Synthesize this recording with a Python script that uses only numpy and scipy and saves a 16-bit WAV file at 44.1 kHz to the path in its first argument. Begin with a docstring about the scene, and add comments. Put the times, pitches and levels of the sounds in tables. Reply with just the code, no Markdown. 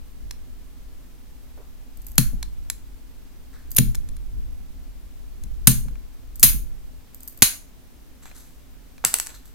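"""A steel nail clipper at work on hard nail extensions, close to a stereo microphone on a table in a small
room. Hands rub and rumble softly under room air and hiss (shaped noise); first the lever clicks (steel
resonances). Then come bites: the nail crackles (tiny slips ring its resonances) and snaps, ringing the jaws,
jolting the table (decaying sines) and peaking hard enough to be clipped flat; clicks and rubs fall around and
between the bites. Near the end a cut piece drops and bounces, ringing its own resonances; delayed noise echoes
make the room."""
import sys
import numpy as np
from scipy import signal
from scipy.fft import rfft, irfft, next_fast_len
from scipy.io import wavfile

SR = 44100
rng = np.random.default_rng(int(sys.argv[2]) if len(sys.argv) > 2 else 0)


def file_out(sig):
    """Save sig as 16-bit WAV at sys.argv[1]."""
    # one column per channel
    cols = np.atleast_2d(sig).T
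    # limit, then scale
    lim = np.clip(cols, -1, 1)
    pcm = np.round(lim * 32767).astype(np.int16)
    wavfile.write(sys.argv[1], SR, pcm)


N = 420713
TIME = np.arange(N) / SR   # s


def from_db(db):
    """Decibels to gain."""
    return 10 ** (np.asarray(db) / 20)


def rms_one(x):
    """Scale to rms 1."""
    return x / np.sqrt(np.mean(x ** 2) + 1e-20)


def at_hz(points, hz, axis=1):
    """Read one column of a table on a log-frequency axis."""
    columns = np.transpose(points)
    return np.interp(np.log(np.maximum(hz, 1)), np.log(columns[0]), columns[axis])


def add(track, s, sound):
    """Mix a stereo sound in at a time in seconds."""
    i = int(round(s * SR))
    track[:, i:i + sound.shape[1]] += sound[:, :N - i]


def stereo_noise(size, alike):
    """White noise whose two channels correlate by alike: 1 the same, 0 unrelated, -1 opposite."""
    mid, side = rng.standard_normal((2, size))
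    opposite = np.array([[1], [-1]])
    return np.sqrt((1 + alike) / 2) * mid + np.sqrt((1 - alike) / 2) * side * opposite


def coloured(spectrum, alike):
    """Steady stereo noise with a given spectrum."""
    size = next_fast_len(N)
    gains = from_db(at_hz(spectrum, np.fft.rfftfreq(size, 1 / SR)))
    return irfft(rfft(stereo_noise(size, alike)) * gains, size)[:, :N]


def resonate(x, hz, width):
    """Two-pole resonance with gain 1 on top."""
    r = np.exp(-np.pi * width / SR)
    zeros = np.array([1, 0, -1]) * (1 - r * r) / 2
    poles = [1, -2 * r * np.cos(2 * np.pi * hz / SR), r * r]
    return signal.lfilter(zeros, poles, x + 1e-18)


def volley(fall_ms, grain_db, alike):
    """A dying run of tiny slips of uneven strength, from a flattened spectrum; returns it with its envelope."""
    fall = fall_ms * SR / 1000
    n = np.arange(next_fast_len(int(3 * fall) + SR // 50))
    envelope = from_db(-20 * n / fall)
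    grain = from_db(grain_db * rng.standard_normal(len(n)))
    spectrum = rfft(stereo_noise(len(n), alike) * grain * envelope)
    even = irfft(spectrum / np.abs(spectrum), len(n))
    return even * envelope ** 0.17, envelope


def strikes(events, modes, gain_db, tick_db, contact_db, rise_ms, grain_db, alike):
    """Slips ring the modes of the struck part; gives the direct sound and the room's share."""
    direct, to_room = np.zeros((2, 2, N))
    for s, db, fall_ms, bright_db, room_db, contact_hz in events:
        slips, envelope = volley(fall_ms, grain_db, alike)
        slips = slips * (1 - np.exp(-1000 * TIME[:len(envelope)] / rise_ms))
        ring = 0
        for k, (hz, width, mode_db) in enumerate(modes):
            tilt_db = bright_db * np.log2(hz / 10000)
            gain = from_db(mode_db + tilt_db + rng.normal(0, 1.0))
            ring = ring + (-1) ** k * gain * resonate(slips, hz, width)
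        ring = ring + from_db(tick_db) * slips
        # the point of contact favours one pitch
        ring = ring + from_db(contact_db) * resonate(ring, contact_hz, 350)
        # the envelope sets the energy, so modes and brightness do not change the level
        level = np.sqrt(2 * np.sum(envelope ** 2) / np.sum(ring ** 2))
        sound = from_db(db + gain_db) * ring * level
        add(direct, s, sound)
        add(to_room, s, sound * from_db(room_db))
    direct[0] = np.roll(direct[0], 1)   # the left capsule is slightly farther away
    return np.array([direct, to_room])


def snaps():
    """The nail breaks and rings the jaws closed on it."""
    # Each row: start in seconds, level in dB before gain_db, envelope's time to fall 20 dB in ms,
    # brightness in dB per octave, share sent to the room in dB, contact pitch in Hz.
    breaks = [(2.1804, 1.05, 5, -0.3, -14, 4270), (3.7637, -9.5, 3, 15, -12, 13800),
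              (3.7669, -8, 4.5, 4.5, -9.5, 11900), (3.7822, -15, 7.5, -2, -19, 2620),
              (3.7847, -3, 5, -0.2, -14.5, 7040), (5.6711, 5, 9.5, -0.2, -14, 8750),
              (6.4287, 5.5, 17, 1.66, -10, 11970), (7.4210, 1.5, 8.5, -2, -11.5, 11970),
              (7.4245, -1.5, 10, 0.5, -7, 4520)]
    # Resonances of the closed jaws. Each row: pitch in Hz, width in Hz, relative level in dB.
    jaws = [(647, 220, -20), (1560, 700, -8.5), (2430, 840, -9), (4238, 490, -5), (4840, 210, -6),
            (6670, 900, -1.5), (8546, 320, -1.5), (9830, 520, 2.5), (10744, 590, 3), (11540, 900, 3),
            (12520, 650, 0), (14120, 1300, -2.5)]
    return strikes(breaks, jaws, gain_db=3.5, tick_db=-24.5, contact_db=-1.5,
                   rise_ms=0.21, grain_db=5.0, alike=0.8)


def cracks():
    """Each bite stresses the nail: a few clear cracks among faint ones at random moments and pitches."""
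    # The louder cracks. Each row: start in seconds, level in dB before gain_db, contact pitch in Hz.
    loud_cracks = [(1.9715, -41.5, 8190), (2.0663, -31, 14550), (2.1167, -37.5, 14280),
                   (2.1551, -39, 14250), (2.1775, -30, 14530), (3.7055, -37.5, 12500), (3.7156, -26, 12650),
                   (3.7480, -34, 12720), (6.3566, -34.5, 8150), (6.3960, -23.5, 12300),
                   (6.4042, -31, 14900), (7.1453, -33.5, 14440), (7.2051, -38, 8200), (7.2316, -34.5, 8200),
                   (7.2762, -27.5, 8300), (7.2815, -29.5, 12600), (7.3747, -38.5, 14640)]
    # The jaws bite into the nail. Each row: start in seconds, end in seconds.
    bites = [(1.96, 2.17), (3.70, 3.76), (6.34, 6.42), (7.151, 7.42)]
    # Resonances of the stressed nail. Each row: pitch in Hz, width in Hz, relative level in dB.
    nail = [(4700, 280, -13.5), (6500, 500, -8.5), (8150, 590, -6), (10870, 900, -5), (12700, 810, 1.5),
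            (14650, 830, -0.5)]
    crackles_per_s = 45
    faintest_db, mean_excess_db = -49, 4   # before gain_db
    fall_ms, bright_db, room_db = 4.4, -0.6, -9.5   # envelope's fall by 20 dB; per octave; share to the room
    hits = list(loud_cracks)
    for start, end in bites:
        length = end - start
        for when, size, pitch in rng.random((int(crackles_per_s * length), 3)):
            db = faintest_db - mean_excess_db * np.log(1 - size)
            contact_hz = nail[int(pitch * len(nail))][0]
            hits.append((start + when * length, db, contact_hz))
    events = [(s, db, fall_ms, bright_db, room_db, hz) for s, db, hz in hits]
    return strikes(events, nail, gain_db=3.0, tick_db=-27.0, contact_db=-5.5,
                   rise_ms=0.3, grain_db=1.5, alike=0.5)


def clicks():
    """Lever and jaws: steel meets steel briefly; the hand damps every click alike."""
    # Each row: start in seconds, level in dB before gain_db, brightness in dB per octave, contact pitch in Hz.
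    lever_clicks = [(0.3089, -27.5, -1, 5450), (2.427, -24.5, -1.5, 4170), (2.6994, -15.5, 1.1, 11100),
                    (3.947, -29, -2, 11700), (3.9520, -26, 4.5, 6660), (4.0875, -38.5, -.5, 9300),
                    (4.1657, -41, -0.5, 9500), (5.4359, -36, 4, 6250), (5.883, -42.5, -6.5, 1360),
                    (5.9545, -45.5, -5.5, 2410), (8.2552, -39, -6, 6250), (8.3133, -41, -8.5, 2417),
                    (8.9796, -44, -4, 2430)]
    # Resonances of the free clipper. Each row: pitch in Hz, width in Hz, relative level in dB.
    clipper = [(480, 320, -26), (1007, 290, -9.5), (1650, 230, -9.5), (2340, 300, -6), (3456, 230, -10),
               (4096, 194, -2.5), (5425, 286, -6), (6440, 280, -3), (7640, 420, -5.5), (9430, 360, -4),
               (10130, 600, -5), (11510, 320, -2), (12000, 300, -10), (14150, 1300, -11.5)]
    fall_ms, room_db = 4.5, -16   # envelope's fall by 20 dB; share sent to the room
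    events = [(s, db, fall_ms, bright_db, room_db, hz) for s, db, bright_db, hz in lever_clicks]
    return strikes(events, clipper, gain_db=2.3, tick_db=-22.5, contact_db=4.0,
                   rise_ms=0.393, grain_db=8.0, alike=0.66)


def bounces():
    """The cut piece bounces; the softer it lands, the duller it sounds."""
    # Each row: start in seconds, level in dB, contact pitch in Hz.
    landings = [(9.0490, -.5, 7470), (9.1402, -3.5, 7900), (9.1857, -17, 7600), (9.1989, -11, 7760),
                (9.2633, -29.5, 8040), (9.2692, -23, 7250)]
    # Resonances of the cut piece. Each row: pitch in Hz, width in Hz, relative level in dB.
    piece = [(640, 750, -22.5), (1610, 860, -10.5), (2800, 400, -10.5), (4120, 1500, -11),
             (6770, 1260, -6.5), (7490, 670, 0.5), (7790, 610, 2), (10200, 1500, -5), (12300, 1200, -8.5),
             (14300, 950, -7.5)]
    fall_ms, room_db = 3.9, -8.5   # envelope's fall by 20 dB; share sent to the room
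    bright_db, dulling = 0.8, 0.098   # per octave at 0 dB; lost with each dB of a softer landing
    events = [(s, db, fall_ms, bright_db + dulling * db, room_db, hz) for s, db, hz in landings]
    return strikes(events, piece, gain_db=0.0, tick_db=-26, contact_db=-5.0,
                   rise_ms=0.15, grain_db=5.0, alike=0.8)


def slides():
    """Fingers and clipper rub and slide: slower, longer runs of slips that reach the room alike."""
    # Each row: start in seconds, level in dB before gain_db, envelope's time to fall 20 dB in ms,
    # brightness in dB per octave, contact pitch in Hz.
    rubs = [(1.572, -51.5, 76.5, -11, 430), (3.529, -57, 149.5, -2.5, 1710), (8.22, -53, 58.5, -2, 7800),
            (8.252, -50.5, 72.5, -1.5, 2400), (8.345, -52, 221.5, 1.4, 10700), (9.039, -30, 28, -7.5, 1660),
            (9.130, -37, 46.5, -4, 7760), (9.287, -46, 42.5, -3, 7500), (9.340, -47, 42.5, -1, 4150),
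            (9.450, -53.5, 64, 3.5, 12000)]
    # Resonances of the clipper rubbed by fingers. Each row: pitch in Hz, width in Hz, relative level in dB.
    grip = [(325.2, 170, -19.5), (650, 450, -8.5), (1239, 1050, -4.5), (2174, 1500, -5), (3940, 1100, -6),
            (6300, 533, -1.5), (7760, 695, -4), (10500, 1300, -6), (11800, 670, -2), (13500, 1217, -6.5)]
    room_db = -6   # share sent to the room
    events = [(s, db, fall_ms, bright_db, room_db, hz) for s, db, fall_ms, bright_db, hz in rubs]
    return strikes(events, grip, gain_db=4.0, tick_db=-17.5, contact_db=0.0,
                   rise_ms=4.5, grain_db=9.5, alike=0.867)


def table_thumps(rise_s, right_db, phase_spread):
    """Each jolt sets the table and stand swinging, differently under each capsule."""
    # Recoil and bumps of the hands. Each row: start in seconds, level in dB,
    # ring time as a share of the table's own.
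    jolts = [(2.184, -9, 0.61), (2.333, -29, 0.52), (3.787, -10, 1), (5.44, -34.5, 0.51),
             (5.673, -8.5, 0.93), (5.855, -31, .7), (6.432, -19.5, 0.77), (6.54, -29, 0.52),
             (7.423, -5.5, 0.15), (9.045, -34, 0.6)]
    # Modes of table and microphone stand. Each row: pitch in Hz, relative level in dB,
    # time to fall 60 dB in seconds at a full share.
    table_modes = [(25.6, -19, 1.3), (44.7, -19, 1.5), (74, -19.5, 0.52), (125, -1.5, 0.35),
                   (135.7, -5.5, 0.27), (169.4, -2.5, 0.2), (207.4, -7.5, 0.34), (242.2, -3.5, 0.2),
                   (310, -18.5, 0.22), (376, -24.5, 0.083), (452, -22.5, 0.18), (540, -14.5, .035),
                   (670, -27, 0.064)]
    out, t = np.zeros((2, N)), TIME[:SR]
    for s, db, share in jolts:
        swing = 0
        for hz, mode_db, t60 in table_modes:
            lead = rng.choice([-1, 1]) * np.array([[0], [phase_spread]])   # right capsule against left, radians
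            phase = rng.uniform(0, 2 * np.pi) + lead
            decay = from_db(mode_db - 60 * t / (t60 * share))
            swing = swing + decay * np.sin(2 * np.pi * hz * t + phase)
        onset = 1 - np.exp(-t / rise_s)
        add(out, s, from_db(db) * swing * onset * from_db([[0], [right_db]]))
    return out


def room(x, build_s, alike):
    """Dense echoes build up within milliseconds and die band by band."""
    # Each row: pitch in Hz, time to fall 60 dB in seconds, relative level of the echo in dB.
    echo_bands = [(300, 0.41, -8), (700, 0.35, -7.5), (1460, 0.3, 0), (4000, 0.26, 0.5), (7980, 0.33, -3.5),
                  (12100, 0.21, -0.5), (16000, 0.33, -1.5)]
    t, edges = TIME[:SR // 2], np.geomspace(200, 17000, 13)
    response = 0
    for low, high in zip(edges, edges[1:]):
        hz = np.sqrt(low * high)
        band = signal.butter(2, [low, high], "band", fs=SR, output="sos")
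        echoes = signal.sosfilt(band, stereo_noise(len(t), alike))
        decay_db = -60 * t / at_hz(echo_bands, hz, axis=1)
        response = response + echoes * from_db(at_hz(echo_bands, hz, axis=2) + decay_db)
    response = response * (1 - np.exp(-(t / build_s) ** 2))
    response = response / np.sqrt(np.sum(response ** 2) / 2)
    return signal.fftconvolve(x, response, axes=1)[:, :N]


def hand_motion(resting_db):
    """Strength of the rumble: resting hands, and lurches that swell quickly and settle slowly."""
    # Hands resting on the table. Each row: time in seconds, rumble in dB before resting_db and rumble_db.
    resting = [(0.0, -44.5), (1.86, -48.5), (2.34, -37), (2.82, -45.5), (3.56, -47.5), (4.01, -37),
               (5.18, -46), (5.71, -36.5), (6.06, -51), (6.61, -41), (7.12, -57.5), (9.54, -55)]
    # The hands lurch as the nail gives way, or shift their grip.
    # Each row: peak time in seconds, peak rumble in dB before rumble_db.
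    lurches = [(.25, -36.5), (2.25, -26), (3.86, -22.5), (4.38, -29.5), (5.52, -34), (5.76, -26),
               (6.51, -23)]
    rise, fall = 129, 54.5   # dB per second
    power = from_db(np.interp(TIME, *np.transpose(resting)) + resting_db) ** 2
    for s, db in lurches:
        below_peak_db = np.maximum(rise * (s - TIME), fall * (TIME - s))
        power = power + from_db(db - below_peak_db) ** 2
    return np.sqrt(power)


def background(air_db, rumble_db):
    """Room air and hiss, with the rumble of hands on the table, all as shaped noise."""
    # Still air and microphone hiss. Each row: pitch in Hz, relative density in dB per Hz.
    air_spectrum = [(20, 0.5), (60, 0.5), (85, -9.5), (160, -15), (215, -16), (255, -7), (310, -17.5),
                    (600, -24), (1200, -29), (3000, -32), (8000, -35.5), (13000, -36), (13700, -29),
                    (14300, -35.5), (15500, -38)]
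    # Hands on the table. Each row: pitch in Hz, relative density in dB per Hz.
    rumble_spectrum = [(20, 0), (28, -1.5), (45, 2.5), (60, -8), (100, -22.5), (200, -26.5), (400, -40.5),
                       (1000, -82.5)]
    air = coloured(air_spectrum, alike=0.16)
    # air_db is the level of the part above 300 Hz
    audible = signal.sosfilt(signal.butter(2, 300, "high", fs=SR, output="sos"), air)
    rumble = rms_one(coloured(rumble_spectrum, alike=-0.4))
    rumble = rumble * hand_motion(resting_db=3.5) * from_db(rumble_db)
    return air / np.std(audible) * from_db(air_db) + rumble


def scene():
    """Clipper and nail in front of the microphone, the room behind them."""
    direct, to_room = snaps() + cracks() + clicks() + bounces() + slides()
    thumps = table_thumps(rise_s=0.0016, right_db=-4.0, phase_spread=1.2)
    echoes = room(to_room, build_s=0.003, alike=0.17)
    return direct + echoes + thumps + background(air_db=-55.5, rumble_db=4.0)


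def record(dry):
    """The loudest snaps are clipped flat; a steep low-pass then cuts the top."""
    cutoff_hz = 15900
    clipped = np.clip(dry, -1, 1)
    low_pass = signal.ellip(10, 0.2, 70, cutoff_hz, fs=SR, output="sos")   # 0.2 dB ripple, 70 dB down
    return signal.sosfilt(low_pass, clipped)


dry = scene()
out = record(dry)
file_out(out)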